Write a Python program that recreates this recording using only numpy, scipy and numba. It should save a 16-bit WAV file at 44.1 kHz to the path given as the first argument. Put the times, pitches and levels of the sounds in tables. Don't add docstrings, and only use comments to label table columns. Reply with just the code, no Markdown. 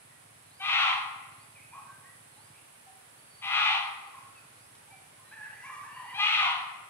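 import sys
import numpy as np
from scipy import signal
from scipy.fft import rfft, irfft, next_fast_len
from scipy.io import wavfile
from scipy.ndimage import uniform_filter1d
from numba import njit

SR = 44100
rng = np.random.default_rng(int(sys.argv[2]) if len(sys.argv) > 2 else 0)


def waveform_to_disk(signal):
    frames = np.transpose(np.atleast_2d(signal))
    scaled = np.clip(frames, -1, 1) * 32767
    samples = np.round(scaled).astype(np.int16)
    wavfile.write(sys.argv[1], SR, samples)


def how_loud(loudness_db):
    steps = np.asarray(loudness_db, float) / 20
    return 10 ** steps


N = 303981
T = np.arange(N) / SR

# start_s, effort_db, fold_pulse_hz
BARKS = [
    [(.59, -52, 758.6), (.62, -33.5, 781.8), (.68, -28.5, 821.7), (.74, -25, 792.5), (.87, -25.5, 804.3),
     (.96, -34, 763)],
    [(3.41, -53, 797.3), (3.43, -38, 803.4), (3.52, -27.5, 817.6), (3.62, -26.5, 841.3), (3.72, -28, 805.5),
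     (3.8, -28.5, 781.3)],
    [(6.135, -42.5, 760.5), (6.183, -39, 853.5), (6.195, -25, 794.4), (6.26, -27.5, 857.5),
     (6.33, -27.5, 863), (6.4, -27.5, 825.6), (6.46, -30.5, 724), (6.54, -29, 702.7)],
]


def level(x, db):
    return x * how_loud(db) / np.sqrt(np.mean(x ** 2))


def band(x, hz, width_hz):
    return signal.lfilter(*signal.iirpeak(hz, hz / width_hz, fs=SR), x)


def steep_band(x, hz, width_hz):
    return band(band(x, hz, width_hz), hz, width_hz)


def modes(x, table):
    out = 0
    for k, (hz, width_hz, db) in enumerate(table):
        out = out + (-1) ** k * how_loud(db) * steep_band(x, hz, 1.5 * width_hz)
    return out


def on_log(table, hz):
    table_hz, value = np.transpose(table)
    return np.interp(np.log(hz + 1), np.log(table_hz), value)


def walk(rate, size=N):
    k = int(SR / rate)
    held = np.repeat(rng.standard_normal(size // k + 1), k)
    return 1.3 * uniform_filter1d(uniform_filter1d(held, k), k)[:size]


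def pulses(hz, size_db, jitter, weak):
    turns = np.cumsum(hz) / SR
    count = np.arange(1, int(turns[-1]))
    at = np.interp(count, turns, np.arange(N))
    i = at.astype(int)
    late, strength = rng.standard_normal((2, len(count)))
    at = np.clip(at + jitter[i] * late * SR / hz[i], 0, N - 2)
    weak_pairs, weak_threes = weak
    size = how_loud(size_db[i] * strength)
    size = size * (1 - weak_pairs[i] * (count % 2))
    size = size * (1 - weak_threes[i] * (count % 3 > 0))
    i, part = at.astype(int), at % 1
    return np.bincount(i, size * (1 - part), N) + np.bincount(i + 1, size * part, N)


def notes(table, waver_hz, scoop=0, rasp=6, patchy_db=-2.95):
    scoop_s = .018
    out = np.zeros(N)
    for start_s, length_s, from_hz, to_hz, db in table:
        size = int(length_s * SR)
        u = np.arange(size) / (length_s * SR)
        slow, quick = walk(60.37, size), walk(31.0, size)
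        span = int(SR / (rasp * waver_hz)) + 1
        flutter = np.sqrt(span) * uniform_filter1d(rng.standard_normal(N // 4), span)[:size]
        glide = from_hz + (to_hz - from_hz) * u
        hz = glide * (1 - scoop * np.exp(-u * length_s / scoop_s)) + waver_hz * slow
        edges = np.clip(np.minimum(u, 1 - u) * length_s / 0.01, 0, 1)
        swell = edges * how_loud(db + 4.0 + patchy_db * quick)
        tone = np.sin(2 * np.pi * np.cumsum(hz) / SR)
        out[int(start_s * SR):][:size] += swell * (1 + waver_hz / 110 * flutter) * tone
    return out


def place(x, direct_db, wet_db, lead, shared, pan_db):
    # hz, t60_s
    fading = [(300, 1), (800, 1), (1400, 1), (2500, 0.34), (4000, 0.7), (8000, 0.61)]
    t = np.arange(int(1.3 * SR)) / SR
    one, left, right = rng.standard_normal((3, len(t)))
    keep = shared * np.exp(-t / 0.43)
    common = np.array([one, np.roll(one, lead) * how_loud(-pan_db)])
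    noise = common * np.sqrt(keep) + np.array([left, right]) * np.sqrt(1 - keep)
    tail = 0
    for hz in 400 * 2 ** np.arange(0, 5.1, .5):
        tail = tail + band(noise, hz, hz / 2.2) * how_loud(-60 * t / on_log(fading, hz))
    tail = tail * (1 - np.exp(-t / 0.0064))
    tail = tail * how_loud(wet_db) / np.sqrt(np.mean(np.sum(tail ** 2, axis=1)))
    tail[0, 0], tail[1, lead] = how_loud(direct_db), how_loud(direct_db - pan_db)
    return signal.fftconvolve(x[None], tail, axes=1)[:, :N]


def air():
    # hz, level_db (per Hz)
    hiss = [(25, -51), (61, -7.5), (110, 1.5), (250, -5.5), (480, -5.5), (750, -3), (2360, -5.5),
            (4000, -11.5), (6000, -15.5), (9000, -12), (12200, -30), (15700, -41)]
    # hz, side_minus_mid_db
    spread = [(60, -40), (110, -11), (200, -5.5), (380, 2), (700, 2), (1290, 2), (2380, 0.5), (4400, 0.5),
              (8120, 1.5), (15000, 13.5)]
    size = next_fast_len(N)
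    hz = np.fft.rfftfreq(size, 1 / SR)

    def shaped(extra_db):
        return irfft(rfft(rng.standard_normal(size)) * how_loud(on_log(hiss, hz) + extra_db), size)[:N]

    mid, side = shaped(0), shaped(on_log(spread, hz))
    return level(np.array([mid + side, mid - side]), -57.5) * how_loud(.7 * walk(.6))


def engine():
    # start_s, firings_hz, level_db
    idle = [(0, 20.3, -62), (0.501, 18.7, -65.5), (1.9, 18.2, -64), (2.63, 16.3, -63.5), (2.9, 18.6, -69),
            (4.1, 17.7, -65), (4.7, 19.5, -68), (6, 18.4, -63.5), (6.89, 19.8, -68)]
    # hz, width_hz, level_db
    exhaust = [(108, 17, 1.5), (147.3, 31, -3), (255, 68, -12.5)]
    # centre_s, depth_db
    stumbles = [(.54, 0), (2.75, -18), (3.47, 0), (3.99, -23)]
    stumble_s = .17
    s, hz, db = np.transpose(idle)
    even, none = np.ones(N), np.zeros(N)
    firings = pulses(np.interp(T, s, hz), 2 * even, 0.05 * even, (none, none))
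    miss_db = sum(depth_db * np.exp(-((T - at) / stumble_s) ** 2) for at, depth_db in stumbles)
    return level(modes(firings, exhaust), -2.5) * how_loud(np.interp(T, s, db) + miss_db)


def insects():
    # hz, width_hz, level_db, left_minus_right_db
    choirs = [(8510, 680, -68, -9), (10230, 470, -67.5, -9.5), (10850, 600, -67.5, -6),
              (14800, 3300, -78.5, -10.5)]
    cricket_hz, ticks_per_s, cricket_db = 12970, 24.3, -82.5
    out = 0
    for hz, width_hz, db, pan_db in choirs:
        near, left, right = (steep_band(rng.standard_normal(N), hz, 1.6 * width_hz) for _ in range(3))
        sides = np.array([np.roll(near, 7) + 1.05 * left, near + 2.0 * right])
        sides = sides * how_loud(0.66 * walk(1.24) + 0.5 * walk(40))
        out = out + level(sides, db) * how_loud(np.array([[pan_db], [-pan_db]]) / 2)
    tick = np.exp(-(((T - .005) * ticks_per_s % 1 - .2) / .09) ** 2) * how_loud(2.5 * walk(3.1))
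    cricket = level(tick * np.sin(2 * np.pi * cricket_hz * T), cricket_db)
    return out + cricket * np.array([[.4], [1]])


def rustle():
    start_s, length_s, hz = 5.75, .18, 6000
    shake = np.exp(-((T - start_s) / length_s) ** 4) * how_loud(-71 + 3 * walk(25))
    return shake * level(steep_band(rng.standard_normal(N), hz, 3500), 0)


def twig():
    t = np.maximum(T - 4.752, 0)
    return (t > 0) * how_loud(-49) * np.exp(-t / 0.0077) * band(rng.standard_normal(N), 3500, 3300)


def peeps():
    # start_s, length_s, from_hz, to_hz, level_db
    calls = [(2.36, 0.056, 822, 960, -64), (2.86, 0.056, 770, 762, -63), (4.35, .05, 2733, 2460, -67.5),
             (4.87, 0.059, 750, 963, -64), (4.92, 0.045, 795, 755, -62), (4.9, 0.097, 2304, 2360, -62.5),
             (5.24, .054, 1810, 1890, -69)]
    return notes(calls, waver_hz=11)


def birds():
    # upstroke_s, top_hz, level_db
    chirps = [(.5, 5100, -70), (1.36, 5000, -71.5), (2.37, 5300, -70.5), (4.54, 5600, -76)]
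    # start_s, length_s, level_db
    whistles = [(3.18, .2, -74), (3.3, .45, -69), (3.8, .63, -77), (5.44, .17, -76), (5.9, .2, -74),
                (6.05, .5, -70)]
    low_hz, rise_hz_per_s = 3830, 12500
    dip_hz, dip_s, dip_db = 4450, .06, -5
    whistle_hz, squeak_s, squeak_hz, squeak_db = 4530, 5.25, 4000, -74
    dips = [(s - dip_s, dip_s, dip_hz, low_hz, db + dip_db) for s, top, db in chirps]
    rises = [(s, (top - low_hz) / rise_hz_per_s, low_hz, top, db) for s, top, db in chirps]
    level_tones = [(s, length, whistle_hz, whistle_hz, db) for s, length, db in whistles]
    level_tones += [(squeak_s, .1, k * squeak_hz, k * squeak_hz, squeak_db) for k in (1, 3)]
    return notes(dips + rises, waver_hz=42, patchy_db=2) + notes(level_tones, waver_hz=8, patchy_db=2)


def troop():
    # start_s, length_s, top_hz, end_hz, level_db
    moans = [
        (5.31, .24, 885, 860, -53),
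        (5.63, .2, 1185, 1135, -50),
        (5.83, .33, 935, 960, -51),
    ]
    # hz, gain_db
    moan_throat = [(750, -13), (900, -9), (1150, 0), (1800, 0), (2350, -3), (2560, -12), (2850, -9),
                   (3500, -30)]
    # start_s, length_s, from_hz, to_hz, level_db
    hoots = [(.08, 0.063, 1950, 1916, -62), (1.55, 0.06, 2620, 2037, -55.5),
             (1.56, 0.29, 2507, 2520, -63.5), (1.72, 0.084, 1081, 1142, -48.5), (1.73, .1, 807, 758, -59.5),
             (1.86, 0.085, 1566, 1660, -62), (2.03, 0.095, 1860, 1944, -59.5),
             (2.53, .075, 2190, 2820, -62), (4.13, 0.071, 1150, 1179, -51.5), (4.2, .26, 1397, 1343, -68.5),
             (5.18, 0.057, 1083, 1180, -63), (5.33, 0.28, 1870, 1858, -66), (5.5, .3, 1945, 1883, -59.5),
             (5.53, 0.13, 2030, 2985, -62), (5.61, .1, 1480, 1889, -56), (5.62, 0.18, 2830, 2770, -64),
             (5.66, 0.1, 1036, 1011, -52), (5.82, .32, 1081, 949, -52), (5.86, 0.26, 2300, 2360, -60.5)]
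    calls = 0
    for k in (1, 2, 3):
        partial = []
        for s, length_s, top_hz, end_hz, db in moans:
            partial.append((s, length_s, k * top_hz, k * end_hz, db + on_log(moan_throat, k * top_hz)))
        calls = calls + notes(partial, waver_hz=k * 30, scoop=.18)
    calls = calls + notes(hoots, waver_hz=60)
    return signal.sosfilt(signal.butter(4, 720, "high", fs=SR, output="sos"), calls)


@njit
def moving_band(x, g, k):
    y, b, low = np.empty(len(x)), 0., 0.
    for i in range(len(x)):
        v = (b + g[i] * (x[i] - low)) / (1 + g[i] * (g[i] + k[i]))
        b, low, y[i] = 2 * v - b, low + 2 * g[i] * v, k[i] * v
    return y


def voice_state():
    # clear_s, threes_s (until pulses pass from pairs to threes), change_s
    breaks = [
        (.018, .115, .03),
        (0, .3, .25),
        (.051, .6, .1),
    ]
    # share_of_bark, throat_hz
    jaw = [(0, 1150), (.12, 1170), (.33, 1340), (.62, 1310), (.85, 1090), (1, 1050)]
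    sac_fill = [-7.5, -4.5, -7.5]
    clear_rough, broken_rough, rough_grows_s, most_grouping = .05, .22, .055, .85
    throat_start_db, throat_end_db, throat_clear_db = -4.5, -2, 9
    which = np.searchsorted([b[0][0] - .1 for b in BARKS[1:]], T)
    start, end = np.array([(b[0][0], b[-1][0]) for b in BARKS])[which].T
    clear_s, threes_s, change_s = np.array(breaks)[which].T
    age = T - start
    share = np.clip(age / (end - start), 0, 1)
    broken = np.clip((age - clear_s) / .008, 0, 1)
    threes = np.clip((age - threes_s) / change_s + .5, 0, 1)
    growth = np.clip((age - 1.5 * clear_s) / rough_grows_s + (clear_s == 0), 0, 1)
    rough = clear_rough + (broken_rough - clear_rough) * growth
    s, effort_db, hz = np.vstack(BARKS).T
    effort_db, hz = np.interp(T, s, effort_db), np.interp(T, s, hz)
    throat_db = throat_start_db + (throat_end_db - throat_start_db) * share + throat_clear_db * (1 - broken)
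    grouping = most_grouping * broken * (1 - threes), most_grouping * broken * threes
    throat_hz = np.interp(share, *np.transpose(jaw))
    return effort_db, throat_db, hz, grouping, rough, throat_hz, np.array(sac_fill)[which]


def monkey():
    # hz, width_hz, level_db
    sac = [(832, 330, -4.5)]
    # hz, width_hz, level_db
    mouth = [(2017, 238, -2.5), (2520, 385, 1.5), (3100, 400, -4.5), (3392, 435, -3.5), (4070, 550, -15.5),
             (4900, 860, -22), (6100, 760, -51)]
    throat_width_hz, wobble_db = 460., 1.6
    gate_open_s, gate_shut_s = .014, .06
    effort_db, throat_db, hz, grouping, rough, throat_hz, sac_db = voice_state()
    folds = level(pulses(hz * (1 + .1 * rough * walk(60)), 12 * rough, .24 * rough, grouping), 0)
    breath = rough * rng.standard_normal(N)
    deep = folds + 4.5 * breath
    shape = np.tan(np.pi * throat_hz / SR), throat_width_hz / throat_hz
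    throat = moving_band(moving_band(deep, *shape), *shape)
    low = level(how_loud(sac_db) * modes(deep, sac) - throat, 0)
    high = level(modes(folds + 3 * breath, mouth), 2.25)
    gate = 0
    for bark in BARKS:
        opening = (T - bark[0][0]) / gate_open_s
        shutting = (bark[-1][0] - T) / gate_shut_s
        gate = gate + np.clip(np.minimum(opening, shutting), 0, 1)
    lungs = how_loud(uniform_filter1d(effort_db, size=SR // 60))
    low = how_loud(throat_db + wobble_db * walk(35)) * low
    high = how_loud(wobble_db * walk(35)) * high
    voice = gate * lungs * (low + high)
    voice = voice - .6 * band(voice, 1620, 320)
    return signal.sosfilt(signal.butter(8, 695, "high", fs=SR, output="sos"), voice)


def scene():
    near = place(monkey(), direct_db=-3.5, wet_db=-4.0, lead=5, shared=.55, pan_db=4.2)
    far = place(troop(), direct_db=-3, wet_db=-3, lead=3, shared=.3, pan_db=0)
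    canopy = birds() + peeps() + twig() + rustle()
    high = place(canopy, direct_db=0, wet_db=-4, lead=2, shared=.4, pan_db=0)
    return near + far + high + insects() + engine() + air()


def band_limit(x):
    return signal.sosfilt(signal.butter(12, 15700, fs=SR, output="sos"), x)


def record(dry):
    top_hz = 15710
    size = next_fast_len(N)
    passed = np.fft.rfftfreq(size, 1 / SR) < top_hz
    mix = irfft(rfft(dry, size) * passed, size)[:, :N]
    return band_limit(mix)


dry = scene()
out = record(dry)
waveform_to_disk(out)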